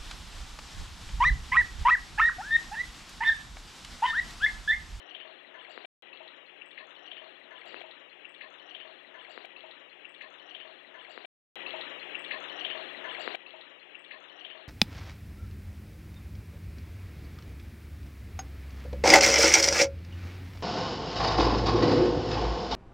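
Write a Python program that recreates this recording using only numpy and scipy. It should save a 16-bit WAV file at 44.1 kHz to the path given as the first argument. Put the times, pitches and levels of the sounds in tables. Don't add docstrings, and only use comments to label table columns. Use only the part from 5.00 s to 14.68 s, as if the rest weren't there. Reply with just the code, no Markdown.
import sys
import numpy as np
from scipy import signal
from scipy.fft import rfft, irfft
from scipy.io import wavfile
from scipy.ndimage import uniform_filter1d, map_coordinates

SR = 44100
rng = np.random.default_rng(int(sys.argv[2]) if len(sys.argv) > 2 else 0)


def master(y):
    cut = np.clip(np.atleast_2d(y).T, -1, 1)
    pcm = np.round(cut * 32767)
    wavfile.write(sys.argv[1], SR, pcm.astype(np.int16))


def field_ratio(decibels):
    return 10 ** (np.asarray(decibels, dtype=float) / 20)


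N = 426888
START, LENGTH = 6.55667, 1.8
M = round(LENGTH * SR)
T = np.arange(M) / SR

# start in seconds, gain in dB.
PASTES = [
    (-.94333, -9.5),
    (1.02334, -9.55),
    (2.65667, -9.55),
    (4.45667, -9.55),
    (6.55667, 0),
    (8.35667, -9.5),
]
# time in seconds, strength in dB, fineness in dB (small bubbles gain on large ones).
FLOW = [(6.56, -45.5, 0), (6.66, -47.5, -1), (6.74, -46, 1), (6.79, -45, 0.5), (6.82, -46, 2),
        (6.94, -46.5, -1), (7.1, -46.5, 0), (7.27, -46.5, 1.5), (7.335, -45.5, -1.5), (7.395, -47.5, -2.5),
        (7.455, -46, 1), (7.55, -46.5, -1.5), (7.75, -44.5, 0.5), (7.98, -47.5, -0.5), (8.12, -45, 0.5),
        (8.215, -45, -0.5), (8.29, -45.5, -1), (8.35, -45, 0.5)]
# time in seconds, top pitch in Hz, sag in Hz per second, spray level in dB.
TOP_STEPS = [(6.55, 4190, 100, 0), (6.665, 4500, 1180, 2), (6.809, 4350, 2400, 2), (6.993, 4430, 1500, -4.5),
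             (7.24, 4640, 4500, -0.5), (7.311, 4765, 4440, 1.5), (7.44, 4160, 2500, 0.5),
             (7.495, 4420, 2560, 2.5), (7.592, 4810, 3510, -3.5), (7.702, 4820, 2500, -10.5),
             (7.771, 4543, 1700, 4.5), (8.04, 4450, 480, -0.5), (8.194, 4560, 300, 5)]
# middle in seconds, half length in seconds, loss in dB.
LULLS = [
    (6.662, 0.18, 1.5),
    (7.048, 0.11, 5),
    (7.244, 0.064, 4.5),
    (7.898, 0.059, 3),
    (8.219, 0.098, 1.5),
]

# frequency in Hz, density in dB per Hz.
GURGLE_COLOUR = [(165, -68), (185, -11), (250, -8.5), (330, -7), (500, -3.5), (637, -4), (850, -2.5),
                 (950, -23.5), (1100, -44)]
# frequency in Hz, density in dB per Hz.
TRICKLE_COLOUR = [(750, -45.5), (880, -12.5), (1000, -2.5), (1300, 0), (1600, -1.5), (1700, -18),
                  (1850, -43.5)]
# frequency in Hz, density in dB per Hz.
SPLASH_COLOUR = [(1450, -37.5), (1600, -7.5), (1860, -6), (2410, -5.5), (2800, -2), (3070, -7),
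                 (3450, -4.5), (3600, -13), (3800, -47.5)]
# frequency in Hz, density in dB per Hz.
SPRAY_COLOUR = [(3400, -39), (3600, -5.5), (4160, -4.5), (4500, -14.5), (5200, -4), (5400, -61)]
# frequency in Hz, density in dB per Hz.
HISS_COLOUR = [(25, 0), (60, 2), (100, 4), (150, 8.5), (300, 8.5), (5000, 5.5), (9000, -3.5), (15700, -8),
               (16500, -41)]

# start in seconds,
# peak in dB, pitch in Hz, 60 dB decay in seconds.
DROPS = [(6.662, -28, 2626, 0.03), (6.675, -41.5, 2694, 0.12), (6.706, -29, 3240, 0.015),
         (6.707, -35, 3940, 0.033), (6.808, -34.4, 3240, 0.03), (6.812, -27.5, 3870, 0.015),
         (6.821, -29.5, 3690, 0.012), (7.147, -29, 2668, 0.03), (7.153, -22.5, 2767, 0.016),
         (7.246, -39.5, 3425, 0.06), (7.306, -37.5, 2693, 0.06), (7.312, -26, 2660, 0.015),
         (7.317, -32, 2910, 0.034), (7.318, -44, 3400, 0.13), (7.325, -39.5, 3890, 0.03),
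         (7.333, -30, 2550, 0.015), (7.44, -40.5, 3590, 0.067), (7.487, -35.5, 3574, 0.017),
         (7.497, -39.5, 2993, 0.12), (7.589, -29, 3020, 0.015), (7.591, -25.5, 2788, 0.013),
         (7.609, -28.5, 3050, 0.03), (7.613, -24.5, 2800, 0.013), (7.642, -44, 3240, 0.12),
         (7.642, -37, 2982, 0.12), (7.647, -28, 2734, 0.03), (7.648, -20.5, 3094, 0.015),
         (7.649, -38.5, 3596, 0.06), (7.65, -28.5, 3262, 0.03), (7.653, -36, 3860, 0.015),
         (7.656, -41, 3530, 0.06), (7.695, -39, 3184, 0.12), (7.7, -35, 2562, 0.06),
         (7.6995, -25, 3150, 0.012), (7.7, -34.5, 3700, 0.017), (7.701, -35.5, 2971, 0.11),
         (7.702, -39.5, 2827, 0.12), (7.713, -44, 3305, 0.1), (7.722, -38, 3074, 0.13),
         (7.774, -40, 3552, 0.03), (7.826, -27.5, 2820, 0.014), (8.089, -43, 2906, 0.11),
         (8.097, -37.5, 3460, 0.03), (8.112, -40.5, 3420, 0.06), (8.18, -39.5, 2725, 0.06),
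         (8.22, -42.5, 3860, 0.015), (8.284, -34.5, 3880, 0.015), (8.308, -39.5, 3930, 0.032),
         (8.349, -27, 2551, 0.015), (8.349, -25, 2970, 0.014),
         (6.601, -36, 2440, 0.028), (6.607, -40.5, 1953, 0.11), (6.617, -30, 2490, 0.015),
          (6.664, -35, 2340, 0.012), (6.665, -34, 2580, 0.012), (6.877, -32.5, 1810, 0.014),
          (6.925, -39.5, 2020, 0.03), (7.097, -31, 2550, 0.017), (7.147, -28.5, 2335, 0.017),
          (7.154, -32, 2420, 0.013), (7.239, -41.5, 1916, 0.12), (7.248, -43.5, 2350, 0.12),
          (7.307, -34.5, 2210, 0.018), (7.309, -29.2, 1793, 0.028), (7.311, -30.5, 2440, 0.035),
          (7.311, -26.5, 2092, 0.035), (7.317, -45, 1950, 0.042), (7.321, -38.5, 1716, 0.026),
          (7.331, -31.5, 2340, 0.012), (7.335, -37, 1842, 0.051), (7.341, -29.5, 2230, 0.018),
          (7.342, -37, 1720, 0.066), (7.353, -45, 1810, 0.12), (7.517, -42, 1754, 0.11),
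          (7.576, -44, 1885, 0.12), (7.647, -34.5, 2510, 0.015), (7.649, -32, 1710, 0.015),
          (7.651, -34, 2280, 0.013), (7.7, -33.5, 2200, 0.012), (7.701, -42.5, 2260, 0.099),
          (7.704, -33.5, 2497, 0.012), (7.712, -33, 1790, 0.03), (7.719, -50.5, 2016, 0.076),
          (7.75, -36, 1720, 0.033), (7.91, -38, 1840, 0.036), (7.947, -36, 1970, 0.039),
          (8.042, -36.5, 1740, 0.1), (8.05, -40.5, 1626, 0.077), (8.052, -29.5, 2020, 0.017),
          (8.054, -42.6, 1478, 0.06), (8.074, -39.5, 1560, 0.03), (8.082, -44, 1736, 0.11),
          (8.128, -46, 1930, 0.12), (8.148, -33, 2326, 0.025), (8.151, -28, 2120, 0.016),
          (8.167, -31, 1630, 0.015), (8.25, -38, 2220, 0.015), (8.304, -43.5, 1775, 0.053),
          (8.347, -30.5, 2331, 0.047), (8.35, -39.5, 1556, 0.03),
         (6.664, -36, 2870, 0.03), (6.732, -50, 2500, 0.11), (6.742, -40, 2690, 0.06),
           (6.748, -46.5, 3135, 0.12), (6.81, -41, 1890, 0.068), (6.828, -36, 3920, 0.017),
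           (6.897, -36, 3640, 0.015), (7.094, -42.5, 2533, 0.15), (7.095, -47, 1590, 0.04),
           (7.153, -36, 2310, 0.013), (7.166, -47.5, 2330, 0.1), (7.175, -47, 1930, 0.12),
           (7.247, -39, 3830, 0.033), (7.264, -34.5, 2790, 0.028), (7.308, -39, 1600, 0.031),
           (7.311, -29.5, 2570, 0.015), (7.333, -34, 2570, 0.0097), (7.345, -31.5, 2620, 0.013),
           (7.347, -37, 2860, 0.022), (7.349, -48, 2153, 0.098), (7.363, -39.5, 1870, 0.06),
           (7.595, -40, 3230, 0.06), (7.615, -37.5, 2497, 0.015), (7.619, -33.5, 2874, 0.038),
           (7.661, -48.5, 3800, 0.14), (7.662, -37.5, 2540, 0.011), (7.665, -27.5, 3090, 0.02),
           (7.67, -37, 3550, 0.03), (7.678, -37.5, 2885, 0.06), (7.713, -42, 2860, 0.11),
           (7.742, -31.8, 3110, 0.015), (7.747, -50, 2420, 0.11), (7.754, -33.5, 2740, 0.014),
           (7.777, -46, 2856, 0.085), (7.785, -40.5, 3720, 0.015), (7.844, -44.5, 1710, 0.06),
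           (7.888, -42.5, 3393, 0.1), (8.014, -43, 1480, 0.03), (8.088, -41.5, 3135, 0.14),
           (8.111, -33.5, 2910, 0.032), (8.117, -31, 1670, 0.015), (8.157, -41, 1984, 0.027),
           (8.2, -41, 1944, 0.03), (8.202, -42, 1450, 0.027), (8.207, -47.5, 2835, 0.09),
           (8.239, -38, 2230, 0.034), (8.258, -40.5, 3460, 0.036), (8.349, -29, 2805, 0.028),
           (8.352, -38, 2450, 0.017), (8.354, -33.5, 3595, 0.02)]
# start in seconds, peak in dB, pitch in Hz, 60 dB decay in seconds.
GULPS = [(6.633, -43.5, 955, 0.15), (6.647, -53, 374, 0.2), (6.658, -49, 1010, 0.12),
         (6.663, -47, 1150, 0.17), (6.736, -35, 639, 0.11), (6.737, -51, 1242, 0.17),
         (6.738, -35.5, 848, 0.034), (6.742, -41, 956, 0.18), (6.752, -47.5, 362.5, 0.17),
         (6.762, -47, 892, 0.2), (6.768, -37, 776, 0.015), (6.784, -60.5, 523, 0.2),
         (6.826, -49, 1340, 0.12), (6.908, -48.5, 1139, 0.39), (7.33, -47.5, 612, 0.12),
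         (7.331, -40.5, 955, 0.042), (7.334, -42, 1072, 0.18), (7.35, -41, 996, 0.11),
         (7.353, -42.5, 631, 0.17), (7.383, -49.5, 486, 0.22), (7.455, -51, 1240, 0.11),
         (7.504, -45.5, 656, 0.12), (7.584, -44.5, 788, 0.055), (7.622, -46.5, 728, 0.22),
         (7.657, -36.5, 643, 0.06), (7.748, -38.5, 637, 0.19), (7.751, -36, 964, 0.041),
         (7.77, -55, 355, 0.16), (7.77, -39, 1123, 0.038), (7.777, -42.5, 652, 0.22),
         (7.794, -36, 890, 0.023), (7.804, -45, 681, 0.16), (7.985, -41, 637, 0.07),
         (8.035, -46.5, 939, 0.2), (8.048, -43, 1046, 0.055), (8.049, -39, 1396, 0.03),
         (8.05, -35.5, 647, 0.055), (8.062, -40, 1009, 0.22), (8.074, -47, 1170, 0.2),
         (8.077, -49.5, 547, 0.16), (8.127, -36.5, 1257, 0.026), (8.163, -52, 1393, 0.2),
         (8.183, -41.5, 622, 0.29), (8.183, -34, 795, 0.033), (8.194, -33, 720, 0.06),
         (8.201, -49.5, 1304, 0.12), (8.201, -35.5, 620, 0.027), (8.291, -44, 1001, 0.12),
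         (8.352, -43, 600, 0.02), (8.345, -23.5, 700, 0.019)]
# start in
# seconds, peak in dB, pitch in Hz, 60 dB decay in seconds.
FLECKS = [(6.667, -43, 4090, 0.06), (6.672, -64, 4600, 0.12), (6.81, -55, 4560, 0.039),
          (6.997, -65, 4600, 0.072), (6.994, -50, 4110, 0.12), (7.11, -54.5, 3990, 0.12),
          (7.242, -50, 4210, 0.043), (7.315, -56, 4360, 0.12), (7.318, -44, 4170, 0.06),
          (7.32, -52, 4550, 0.03), (7.326, -59, 4320, 0.03), (7.333, -44, 4360, 0.03),
          (7.343, -40.5, 4130, 0.03), (7.346, -58, 4520, 0.03), (7.347, -54, 4370, 0.03),
          (7.5, -56.4, 4140, 0.12), (7.595, -58.5, 4530, 0.06), (7.595, -54, 4110, 0.06),
          (7.642, -56.5, 4435, 0.06), (7.702, -56, 4565, 0.03), (7.704, -52, 4320, 0.06),
          (7.777, -50, 4190, 0.03), (7.784, -59, 4280, 0.03), (8.144, -43.5, 4290, 0.03),
          (8.199, -56.5, 4600, 0.12), (8.2, -55, 4360, 0.06), (8.203, -60, 4860, 0.06),
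          (8.218, -66.4, 5146, 0.03), (8.218, -59.5, 4850, 0.03), (8.219, -59, 4770, 0.06),
          (8.221, -46, 4600, 0.06), (8.231, -61, 4306, 0.12), (8.235, -56.5, 4780, 0.034),
          (8.24, -53, 4370, 0.03), (8.255, -51, 4690, 0.067), (8.258, -52, 4420, 0.03),
          (8.259, -67, 4930, 0.12), (8.259, -50.5, 4450, 0.03), (8.282, -57, 4694, 0.03),
          (8.284, -55, 4670, 0.12), (8.284, -55, 4420, 0.03), (8.316, -48.5, 4110, 0.06),
          (8.323, -53, 4640, 0.03)]
# start in seconds, peak in dB, pitch in Hz, 60 dB decay in
# seconds.
HIGH_TONES = [(6.761, -74.8, 6933, 0.066), (6.762, -72, 7000, 0.03), (6.882, -75, 5329, 0.03),
              (6.893, -73, 5640, 0.06), (6.895, -82, 5211, 0.12), (6.898, -73, 6890, 0.06),
              (7.103, -85, 11627, 0.12), (7.19, -68.5, 8354, 0.06), (7.192, -57.5, 7800, 0.033),
              (7.191, -72, 5160, 0.036), (7.7, -88.5, 15270, 0.12), (7.193, -58, 8050, 0.03),
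              (7.213, -68.5, 8050, 0.06), (7.217, -66, 7840, 0.06), (7.22, -68, 7650, 0.06),
              (7.232, -68, 8118, 0.06), (7.246, -68, 7870, 0.03), (7.402, -67, 7547, 0.06),
              (7.403, -53.5, 6560, 0.035), (7.423, -67.5, 6400, 0.13), (7.434, -64.5, 7570, 0.034),
              (7.481, -70.7, 5440, 0.12), (7.521, -67, 5720, 0.034), (7.529, -72.5, 5420, 0.14),
              (7.556, -68, 5700, 0.14), (7.561, -78, 6599, 0.12), (7.563, -68.5, 5500, 0.053),
              (7.755, -77.5, 5900, 0.12), (7.593, -64, 5800, 0.099), (7.609, -71, 5840, 0.06),
              (7.824, -78, 8260, 0.06), (7.83, -84, 9150, 0.065), (7.855, -84, 9600, 0.06),
              (7.931, -76.5, 8484, 0.06), (8.041, -70, 7000, 0.03), (8.041, -58, 6200, 0.034),
              (8.057, -69.5, 6290, 0.068), (8.12, -73, 8160, 0.12), (8.121, -70.5, 7902, 0.13),
              (8.192, -67.5, 7270, 0.12), (8.21, -68.5, 6500, 0.03), (8.211, -72, 7140, 0.03),
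              (8.211, -59.5, 7370, 0.055), (8.212, -71.5, 5460, 0.12), (8.213, -68.5, 7580, 0.06),
              (8.221, -72.5, 5730, 0.06), (8.229, -69.5, 5470, 0.06), (8.237, -71, 7410, 0.14),
              (8.332, -71, 5600, 0.13), (8.341, -62, 7280, 0.093)]

# frequency in Hz, rms level in dB.
HUM = [(120, -86.5), (180, -79.5), (300, -71.5), (360, -67), (420, -75.5), (540, -68), (1620, -79),
       (1920, -68), (2820, -67)]
# frequency in Hz, width in Hz, rms level in dB.
PIPE_MODES = [(632, 10, -68), (955, 7.8, -68.5), (919, 13, -70.5), (1745, 21, -68.5), (3014, 150, -58),
              (4640, 18, -83)]


def unit(x):
    return x / np.sqrt(np.mean(x ** 2) + 1e-20)


def wobble(rate):
    knots = rng.standard_normal(int(M * rate / SR) + 4)
    return map_coordinates(knots, [T * rate])


def coloured(x, spectrum):
    f, db = np.transpose(spectrum)
    hz = np.fft.rfftfreq(len(x), 1 / SR)
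    curve_db = np.interp(np.log(hz + 1), np.log(f + 1), db, left=-150, right=-150)
    return unit(irfft(rfft(x) * field_ratio(curve_db), len(x)))


def patchy(depth_db):
    z = signal.stft(rng.standard_normal(M + 512), nperseg=256)[2]
    field = uniform_filter1d(rng.standard_normal(z.shape), 3, 0)
    field = uniform_filter1d(field, 5, 1)
    return signal.istft(z * field_ratio(depth_db * unit(field)), nperseg=256)[1][:M]


def bubbles(s, db, hz, t60, rise, attack, size):
    t = np.arange(size) / SR
    s, db, hz, t60 = (np.asarray(v)[:, None] for v in (s, db, hz, np.abs(t60) + 1e-4))
    envelope = field_ratio(db - 60 * t / t60) * (1 - np.exp(-t / attack))
    ring = envelope * np.sin(2 * np.pi * hz * t * (1 + rise * t / t60))
    at = np.clip(np.round(s * SR).astype(int) + np.arange(size), 0, M)
    return np.bincount(at.ravel(), ring.ravel(), M + 1)[:M]


def listed(rows, gain_db, attack):
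    s, db, hz, t60 = np.transpose(rows)
    return bubbles(s - START, db + gain_db, hz, t60, rise=0, attack=attack, size=6000)


def swarm(spectrum, hz, spread, cycles, scatter_db, noise, count):
    start = rng.random(count) * LENGTH
    pitch = hz * np.exp(spread * rng.standard_normal(count))
    level_db = scatter_db * np.minimum(rng.exponential(size=count), 4)
    grains = bubbles(start, level_db, pitch, cycles / pitch, rise=0.14, attack=0.00029, size=700)
    flat = unit(grains - np.mean(grains))
    return coloured(flat + noise * patchy(depth_db=3.0), spectrum)


def top_and_spray(t):
    s, top_hz, sag, spray_db = np.transpose(TOP_STEPS)
    latest = np.clip(np.searchsorted(s, t + START) - 1, 0, None)
    since = t + START - s[latest]
    spray_fade = 18
    return top_hz[latest] - sag[latest] * since, spray_db[latest] - spray_fade * since


def lull(t):
    return sum(db * np.exp(-((t + START - at) / half) ** 4) for at, half, db in LULLS)


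def glass_room(x, t60):
    t = np.arange(SR // 5) / SR
    tail = rng.standard_normal(len(t)) * field_ratio(-60 * t / t60)
    room_db = -8
    return x + field_ratio(room_db) * signal.fftconvolve(x, tail / np.linalg.norm(tail))[:M]


def narrow_band(x):
    hz, t, z = signal.stft(x, SR, nperseg=512, noverlap=384)
    ragged_hz = 100 * unit(uniform_filter1d(rng.standard_normal(z.shape), 14, 1))
    above_hz = hz[:, None] - top_and_spray(t)[0]
    edge = field_ratio(-45 * np.clip((above_hz + ragged_hz + 110) / 120, 0, 1))
    valley_db = (1 + 2.5 * lull(t)) * np.exp(-((above_hz + 545) / 140) ** 2)
    return signal.istft(z * edge * field_ratio(-valley_db), SR, nperseg=512, noverlap=384)[1][:M]


def low_cut(x):
    sos = signal.butter(5, 215, "high", fs=SR, output="sos")
    forward = signal.sosfilt(sos, x)
    return signal.sosfilt(sos, forward[::-1])[::-1]


def cut(piece):
    head, end = T / 0.00015, (LENGTH - T) / 0.00015
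    kick = lambda u: (1 - u) * np.exp(-u)
    faded = piece * (1 - np.exp(-head) - np.exp(-end / 2.4))
    return faded + field_ratio(-40.5) * kick(head) - field_ratio(-41.5) * kick(end)


def hiss():
    return field_ratio(-78.0) * coloured(patchy(depth_db=-2.0), HISS_COLOUR)


def tick():
    t = np.arange(N) / SR - 5.224
    sos = signal.butter(1, [5200, 6400], "band", fs=SR, output="sos")
    thin = signal.sosfilt(sos, rng.standard_normal(N))
    return field_ratio(-55) * np.exp(-(t / 0.0013) ** 2) * thin


def pump():
    hum = np.zeros(M)
    for hz, db in HUM:
        level = np.sqrt(2) * field_ratio(db + 5 + 0.33 * wobble(8.4))
        hum += level * np.sin(2 * np.pi * (hz * T + rng.random()))
    return hum


def knock(snap_db=-18, snap_hz=1680, rebound_db=-25, rebound_hz=430):
    t = T + START - 8.27756
    snap = field_ratio(snap_db) * np.exp(-(t / 0.00033) ** 2) * np.cos(2 * np.pi * snap_hz * t - 0.8)
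    late = np.maximum(t - 0.00037, 0)
    return snap - field_ratio(rebound_db - 60 * late / 0.012) * np.sin(2 * np.pi * rebound_hz * late)


def pipe():
    hz = np.fft.rfftfreq(M, 1 / SR)
    ringing = np.zeros(M)
    for centre, width, db in PIPE_MODES:
        resonance = 1j * hz * width / (centre * centre - hz * hz + 1j * hz * width)
        ring = unit(irfft(rfft(rng.standard_normal(M)) * resonance, M))
        ringing += field_ratio(db + 2.0 - 0.98 * lull(T) + 2.4 * wobble(12)) * ring
    return ringing


def sparkle():
    thin_tones = listed(HIGH_TONES, 2.5, attack=0.0012) * (0.88 + 0.39 * wobble(170))
    return listed(FLECKS, -0.5, attack=0.0017) + glass_room(thin_tones, t60=0.4)


def drops():
    small = listed(DROPS, -0.5, attack=0.00082)
    return small + listed(GULPS, -2, attack=0.0014)


def stream():
    s, strength, fine = np.transpose(FLOW)
    strength, fine = np.interp(T + START, s, strength), np.interp(T + START, s, fine)
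    gurgle_db = strength - 7 - fine
    trickle_db = 0.57 * (strength + 46) - 45.5 - 8.5 + 0.4 * fine - lull(T)
    splash_db = strength - 2 + fine
    spray_db = strength - 10.5 + top_and_spray(T)[1]
    gurgle = swarm(GURGLE_COLOUR, hz=483.3, spread=0.484, cycles=22, scatter_db=0.5, noise=5.8, count=500)
    trickle = swarm(TRICKLE_COLOUR, hz=1191, spread=0.25, cycles=28, scatter_db=-1.0, noise=6.1, count=600)
    splash = swarm(SPLASH_COLOUR, hz=2428, spread=0.3135, cycles=21.3, scatter_db=1.5, noise=3.2, count=1800)
    spray = coloured(patchy(depth_db=3.0), SPRAY_COLOUR)
    falling = field_ratio(gurgle_db) * gurgle + field_ratio(trickle_db) * trickle + field_ratio(splash_db) * splash
    return falling + field_ratio(spray_db) * spray


def scene():
    water = narrow_band(stream() + pipe() + glass_room(drops(), t60=0.81) + knock())
    piece = low_cut(cut(water + sparkle())) + pump() + hiss()
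    left = np.zeros(N + 4 * SR)
    for s, db in PASTES:
        left[SR + round(s * SR):][:M] += field_ratio(db) * piece
    return np.array([2 * left[SR:SR + N] + tick(), np.zeros(N)])


def top_cut(x):
    return signal.sosfilt(signal.butter(12, 15720, fs=SR, output="sos"), x)


def record(dry):
    return top_cut(dry)


dry = scene()
out = record(dry)
master(out)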